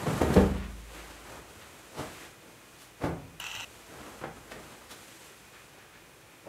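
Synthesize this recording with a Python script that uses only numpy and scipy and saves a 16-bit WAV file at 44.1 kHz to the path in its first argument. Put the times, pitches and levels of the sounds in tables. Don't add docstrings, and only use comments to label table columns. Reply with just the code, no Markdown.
import sys
import numpy as np
from scipy import signal
from scipy.fft import rfft, irfft
from scipy.io import wavfile

SR = 44100
rng = np.random.default_rng(int(sys.argv[2]) if len(sys.argv) > 2 else 0)


def output_pcm(signal):
    pcm = np.clip(np.atleast_2d(signal).T, -1, 1) * 32767
    wavfile.write(sys.argv[1], SR, np.round(pcm).astype(np.int16))


N = 285768
TIME = np.arange(N) / SR
HZ = np.fft.rfftfreq(N, 1 / SR)


def amp(db):
    return 10 ** (np.asarray(db) / 20)


def unit(x):
    return x / np.sqrt(np.mean(x ** 2) + 1e-20)


def curve_at(points, hz):
    f, value = np.transpose(points)
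    return np.interp(np.log(hz + 1), np.log(f + 1), value)


def coloured(x, spectrum):
    return unit(irfft(rfft(x) * amp(curve_at(spectrum, HZ)), N))


def wander(rate_hz):
    return unit(irfft(rfft(rng.standard_normal(N)) * np.exp(-(HZ / rate_hz) ** 2), N))


def resonate(x, hz, width_hz):
    pole = np.exp(-np.pi * width_hz / SR)
    return 2 * signal.lfilter([1 - pole], [1, -pole * np.exp(2j * np.pi * hz / SR)], x).real


def band(x, hz, width_hz):
    return resonate(resonate(x, hz, width_hz), hz, width_hz)


def bell(f, centre_hz, octaves):
    return np.exp(-.5 * (np.log2(f / centre_hz) / octaves) ** 2)


def burst(rise_s, decay_s, colour, size=32768):
    lead_s = size / SR / 4
    t = np.arange(size) / SR - lead_s
    gain = colour(np.fft.rfftfreq(size, 1 / SR) + 1)
    noise = unit(irfft(gain * np.exp(2j * np.pi * rng.random(len(gain)))))
    return lead_s, noise * np.exp(np.minimum(t / rise_s, -t / decay_s))


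# start_s, length_s, sweep_db, weave_db
ARM_STROKES = [(-0.08, 0.49, -38.5, -49), (0.06, 0.12, -41.5, -51.5), (0.38, 0.17, -47, -60),
               (0.603, 0.55, -62, -61), (0.856, 0.15, -49.5, -55.5), (1.018, 0.23, -54.5, -60),
               (1.225, 0.12, -46, -55.5), (1.42, 0.83, -57, -60), (1.916, 0.1, -43.5, -58),
               (1.937, 0.27, -59.5, -55.5), (2.383, 0.39, -64, -65), (3.603, 0.6, -58.5, -59.5),
               (3.858, 0.24, -49, -62.5), (4.288, 0.43, -56.5, -62.5), (4.514, 0.33, -57, -61),
               (4.906, 0.37, -61, -57), (5.3, 0.37, -70, -64), (5.677, 0.14, -61, -82)]
def stroke_levels(rise_s=0.077, coast_s=0.099, idle_sweep_db=-65, idle_weave_db=-73):
    sweep_power = amp(idle_sweep_db) ** 2
    weave_power = amp(idle_weave_db) ** 2
    for start_s, length_s, sweep_db, weave_db in ARM_STROKES:
        t = TIME - start_s
        speed = np.clip(t / rise_s, 0, 1) * np.exp(-np.maximum(t - length_s, 0) / coast_s)
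        sweep_power += (speed * amp(sweep_db)) ** 2
        weave_power += (speed * amp(weave_db)) ** 2
    return 10 * np.log10(sweep_power), 10 * np.log10(weave_power)


# frequency_hz, density_db
FOLD_SPECTRUM = [(35, -18), (60, 5.5), (120, -6), (200, -2), (330, 2.5), (750, -1.5), (1300, -3),
                 (2500, -14.5), (5000, -26.5), (15000, -77)]
# frequency_hz, density_db
WEAVE_SPECTRUM = [(500, -20), (1500, 1.5), (3000, 2), (5300, -3), (7600, 0), (10000, -5), (13000, -7),
                  (15500, -22)]
def cloth_rustle(flutter_hz=45, snags_per_s=700, snag_spread_db=4, eddy_growth=1.96):
    sweep_db, weave_db = stroke_levels()
    flutter_db = 1.46 * wander(flutter_hz)
    speed_db = sweep_db + flutter_db
    folds = coloured(rng.standard_normal(N), FOLD_SPECTRUM) * amp(speed_db)
    eddies = unit(band(rng.standard_normal(N), hz=130, width_hz=130))
    buffet = eddies * amp(-37 + eddy_growth * (speed_db - sweep_db.max()))
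    snag_sizes = amp(snag_spread_db * np.minimum(rng.exponential(1, N), 4)) * rng.choice([-1, 1], N)
    snags = unit(snag_sizes * (rng.random(N) < snags_per_s / SR))
    fibres = coloured(rng.standard_normal(N) + 0.19 * snags, WEAVE_SPECTRUM)
    return folds + buffet + fibres * amp(weave_db + 2 + .5 * flutter_db)


# peak_s, level_db, decay_s, centre_hz
CLOTH_TUGS = [(0.22, -36.5, 0.0063, 5500), (0.343, -31, 0.0054, 4500), (1.993, -45, 0.041, 3500),
              (2.82, -50, 0.033, 8000), (3.047, -47, 0.03, 5500), (4.1, -56, 0.025, 13000),
              (4.52, -43, 0.011, 2600), (4.916, -40.5, 0.015, 4220)]
# peak_s, level_db, rise_s, decay_s
CLOTH_SLIDES = [(0.064, -46, 0.002, 0.016), (0.306, -46.5, 0.0018, 0.016), (0.368, -29.5, 0.0046, 0.014),
                (0.651, -48, 0.29, 0.0081), (0.98, -51.5, 0.075, 0.2), (1.62, -48.5, 0.012, 0.013),
                (2.25, -51.5, 0.58, 0.033), (5.54, -51, 0.0077, 0.06), (5.799, -56, 0.033, 0.04),
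                (5.96, -54.5, 0.05, 0.019), (6.321, -63, 0.04, 0.04)]
def swishes(tug_octaves=2.2, slide_hz=1940, slide_octaves=0.88, soft_above_hz=13000):
    out = np.zeros(N)
    tugs = [(s, db, 0.97 * decay_s, decay_s, hz, tug_octaves) for s, db, decay_s, hz in CLOTH_TUGS]
    slides = [(*row, slide_hz, slide_octaves) for row in CLOTH_SLIDES]
    for peak_s, level_db, rise_s, decay_s, centre_hz, octaves in tugs + slides:
        def friction(f):
            return bell(f, centre_hz, octaves) / f ** 0.52 / np.hypot(1, (f / soft_above_hz) ** 6)
        lead_s, sound = burst(rise_s, decay_s, friction)
        add(out, peak_s - lead_s, amp(level_db) * sound)
    return out


# peak_s, level_db, rise_s, decay_s, cutoff_hz
SOFT_BLOWS = [(0.061, -31, 0.0018, 0.047, 734), (0.217, -18.5, 0.005, 0.011, 630),
              (0.23, -27, 0.002, 0.017, 800), (0.304, -26.5, 0.002, 0.014, 396),
              (0.368, -16, 0.0077, 0.0099, 517), (0.392, -23.5, 0.015, 0.039, 400),
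              (1.998, -35, 0.025, 0.017, 850), (2.44, -56, 0.02, 0.071, 500),
              (3.02, -35, 0.0099, 0.035, 1000), (3.039, -27, 0.0047, 0.039, 700),
              (4.214, -36.5, 0.0012, 0.022, 1060), (4.24, -31.5, 0.0017, 0.015, 1018),
              (4.521, -41.5, 0.01, 0.027, 1310), (4.578, -48, 0.015, 0.027, 544),
              (4.921, -49.5, 0.0074, 0.024, 550), (6.469, -41.5, 0.0084, 0.04, 700)]
def thumps(low_hz=80, order=2.03, body_db=3, body_hz=560, body_octaves=0.66):
    out = np.zeros(N)
    for peak_s, level_db, rise_s, decay_s, cutoff_hz in SOFT_BLOWS:
        def padding(f):
            body = amp(body_db * np.exp(-(np.log2(f / body_hz) / body_octaves) ** 2))
            return body / np.sqrt((1 + (f / cutoff_hz) ** (2 * order)) * (1 + (low_hz / f) ** 8))
        lead_s, sound = burst(rise_s, decay_s, padding)
        add(out, peak_s - lead_s, amp(level_db) * sound)
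    return out


# peak_s, level_db, half_width_s, ring_db
FLOOR_KNOCKS = [(0.37, -8.5, 0.00063, -39.5), (3.0406, -20, 0.0002, -30.5), (4.239, -24, 0.00018, -55),
                (4.52, -26.5, 0.00014, -64)]
def knocks(floor_hz=166, floor_decay_s=0.035):
    out = np.zeros(N)
    t = np.arange(-256, 256) / SR
    after = np.arange(SR // 2) / SR
    ring = np.sin(2 * np.pi * floor_hz * after) * np.exp(-after / floor_decay_s)
    for peak_s, level_db, half_width_s, ring_db in FLOOR_KNOCKS:
        pulse = (1 - (t / half_width_s) ** 2) * np.exp(-.5 * (t / half_width_s) ** 2)
        add(out, peak_s + t[0], amp(level_db) * pulse)
        add(out, peak_s, amp(ring_db) * ring)
    return out


# start_s, level_db, pitch_hz
AIR_PUSHES = [(0.073, -21, 152), (0.214, -30, 75.4), (0.365, -8, 191), (0.367, -16, 79.4), (1.56, -46, 87),
              (1.989, -32.5, 128), (3.039, -36, 93), (3.569, -46, 103), (4.22, -55, 56.4)]
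def air_pushes(onset_s=0.0049, cycles_per_decay=2.23):
    out = np.zeros(N)
    t = np.arange(SR // 2) / SR
    for start_s, level_db, pitch_hz in AIR_PUSHES:
        envelope = np.exp(-t * pitch_hz / cycles_per_decay) * (1 - np.exp(-t / onset_s))
        add(out, start_s, amp(level_db) * np.sin(2 * np.pi * pitch_hz * t) * envelope)
    return out


# centre_hz, width_hz, gain_db
HOUSING_MODES = [(896, 230, -0.5), (1416, 1410, -0.5), (1914, 140, 3), (2655, 440, 6.5), (2800, 560, 5),
                 (3760, 370, 0.5), (5700, 1000, -3.5), (6070, 470, -4), (7050, 580, -2.5),
                 (7600, 1500, -10), (10700, 2500, -24.5)]
# start_s, click_count, gap_s
GEAR_CATCHES = [(3.3995, 2, .0027), (3.4404, 1, 0), (3.4648, 2, .0027), (3.5132, 1, 0), (3.5511, 3, .0059),
                (3.5965, 3, .0059)]
def lens_motor(on_s=3.398, off_s=3.649, steps_per_s=180, step_decay_s=0.00093,
               whir_db=-42, step_db=-49, catch_db=-35, snap_db=-38.5, chirp_db=-62):
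    running = np.clip(np.minimum(TIME - on_s, off_s - TIME) / 0.0024, 0, 1)
    since_step_s = ((TIME - on_s) * steps_per_s % 1) / steps_per_s
    steps = unit(np.exp(-since_step_s / step_decay_s) * rng.standard_normal(N))
    drive = running * (amp(whir_db) * rng.standard_normal(N) + amp(step_db) * steps)
    tap = signal.unit_impulse(1024)
    housing = sum(amp(db) * band(tap, hz, width_hz) for hz, width_hz, db in HOUSING_MODES)
    out = signal.oaconvolve(drive, housing / np.linalg.norm(housing))[:N]
    size = round(.002 * SR)
    for start_s, click_count, gap_s in GEAR_CATCHES:
        for k in range(click_count):
            chatter = rng.standard_normal(size) * np.linspace(1, .5, size)
            click = np.convolve(chatter, housing)
            add(out, start_s + k * gap_s, amp(catch_db) * np.sqrt(size) * click / np.linalg.norm(click))
    lead_s, snap = burst(0.0017, 0.0022, lambda f: bell(f, centre_hz=10500, octaves=0.37))
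    add(out, on_s + 0.004 - lead_s, amp(snap_db) * snap)
    chirp = unit(band(steps, hz=13150, width_hz=1000))
    return out + amp(chirp_db) * running * chirp


# pitch_hz, gain_db, t60_s
LOW_MODES = [(53.3, 22, 1.9), (74.9, 8.5, 0.81), (96, 4, 0.73), (112.7, 6, 1.6), (133, 3, 0.23),
             (158, -21, 0.92), (197, 13, 0.68), (238.3, 10, 0.17), (309.8, 12, 0.29), (501.4, 7.5, 0.11)]
def standing_waves(x):
    return sum(amp(db) * resonate(x, hz, np.log(1000) / np.pi / t60_s) for hz, db, t60_s in LOW_MODES)


# frequency_hz, t60_s
DECAY_TIMES = [(60, 0.63), (200, 0.78), (500, 0.36), (1500, 0.4), (4000, 0.21), (12000, 0.28)]
def reverb(x, first_reflection_s=0.0095):
    hz, t, spectra = signal.stft(rng.standard_normal(SR), SR, nperseg=256)
    decay = amp(-60 * t / curve_at(DECAY_TIMES, hz)[:, None])
    tail = signal.istft(spectra * decay, SR, nperseg=256)[1]
    tail[:int(first_reflection_s * SR)] = 0
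    return signal.oaconvolve(x, tail / np.linalg.norm(tail))[:N]


def moving_reverb(x, turns_hz=7, paths=4):
    shares = [np.cos(np.pi * (turns_hz * TIME + k / paths)) * np.sqrt(2 / paths) for k in range(paths)]
    return sum(reverb(x * share) for share in shares)


# frequency_hz, density_db
AIR_SPECTRUM = [(30, -35), (65, -3.5), (115, 7), (240, -1), (400, 3), (750, -2), (2200, -3), (3300, -7.5),
                (4700, -12), (6800, -11), (11000, -14), (15500, -19)]
# centre_hz, width_hz, level_db
DRONE_BANDS = [(52.7, 3.6, -71.5), (333.4, 42, -73), (2480, 67, -70.5), (6130, 160, -78)]
def background(air_db=-55.5):
    air = amp(air_db) * coloured(rng.standard_normal(N), AIR_SPECTRUM)
    return air + sum(amp(db) * unit(band(rng.standard_normal(N), hz, width_hz))
                     for hz, width_hz, db in DRONE_BANDS)


def add(mix, start_s, sound):
    start = round(start_s * SR)
    sound = sound[max(-start, 0):]
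    part = mix[max(start, 0):][:len(sound)]
    part += sound[:len(part)]


def scene(direct_db=-2, wet_db=-5, rustle_wet_db=-14, push_wet_db=-16, blow_modes_db=-8):
    blows = thumps() + knocks()
    air = air_pushes()
    rustle = cloth_rustle()
    strokes = swishes() + blows
    room = moving_reverb(amp(wet_db) * strokes + amp(push_wet_db) * air + amp(rustle_wet_db) * rustle)
    boom = standing_waves(air + amp(blow_modes_db) * blows)
    direct = rustle + amp(direct_db) * (strokes + air)
    return (direct + room + boom + lens_motor() + background())[None]


def record(dry, low_cut_hz=36, high_cut_hz=15750):
    thinned = signal.sosfilt(signal.butter(3, low_cut_hz, "high", fs=SR, output="sos"), dry)
    low_pass = signal.firwin(511, high_cut_hz, window=("kaiser", 9), fs=SR)
    return signal.oaconvolve(thinned, low_pass[None], "same")


dry = scene()
out = record(dry)
output_pcm(out)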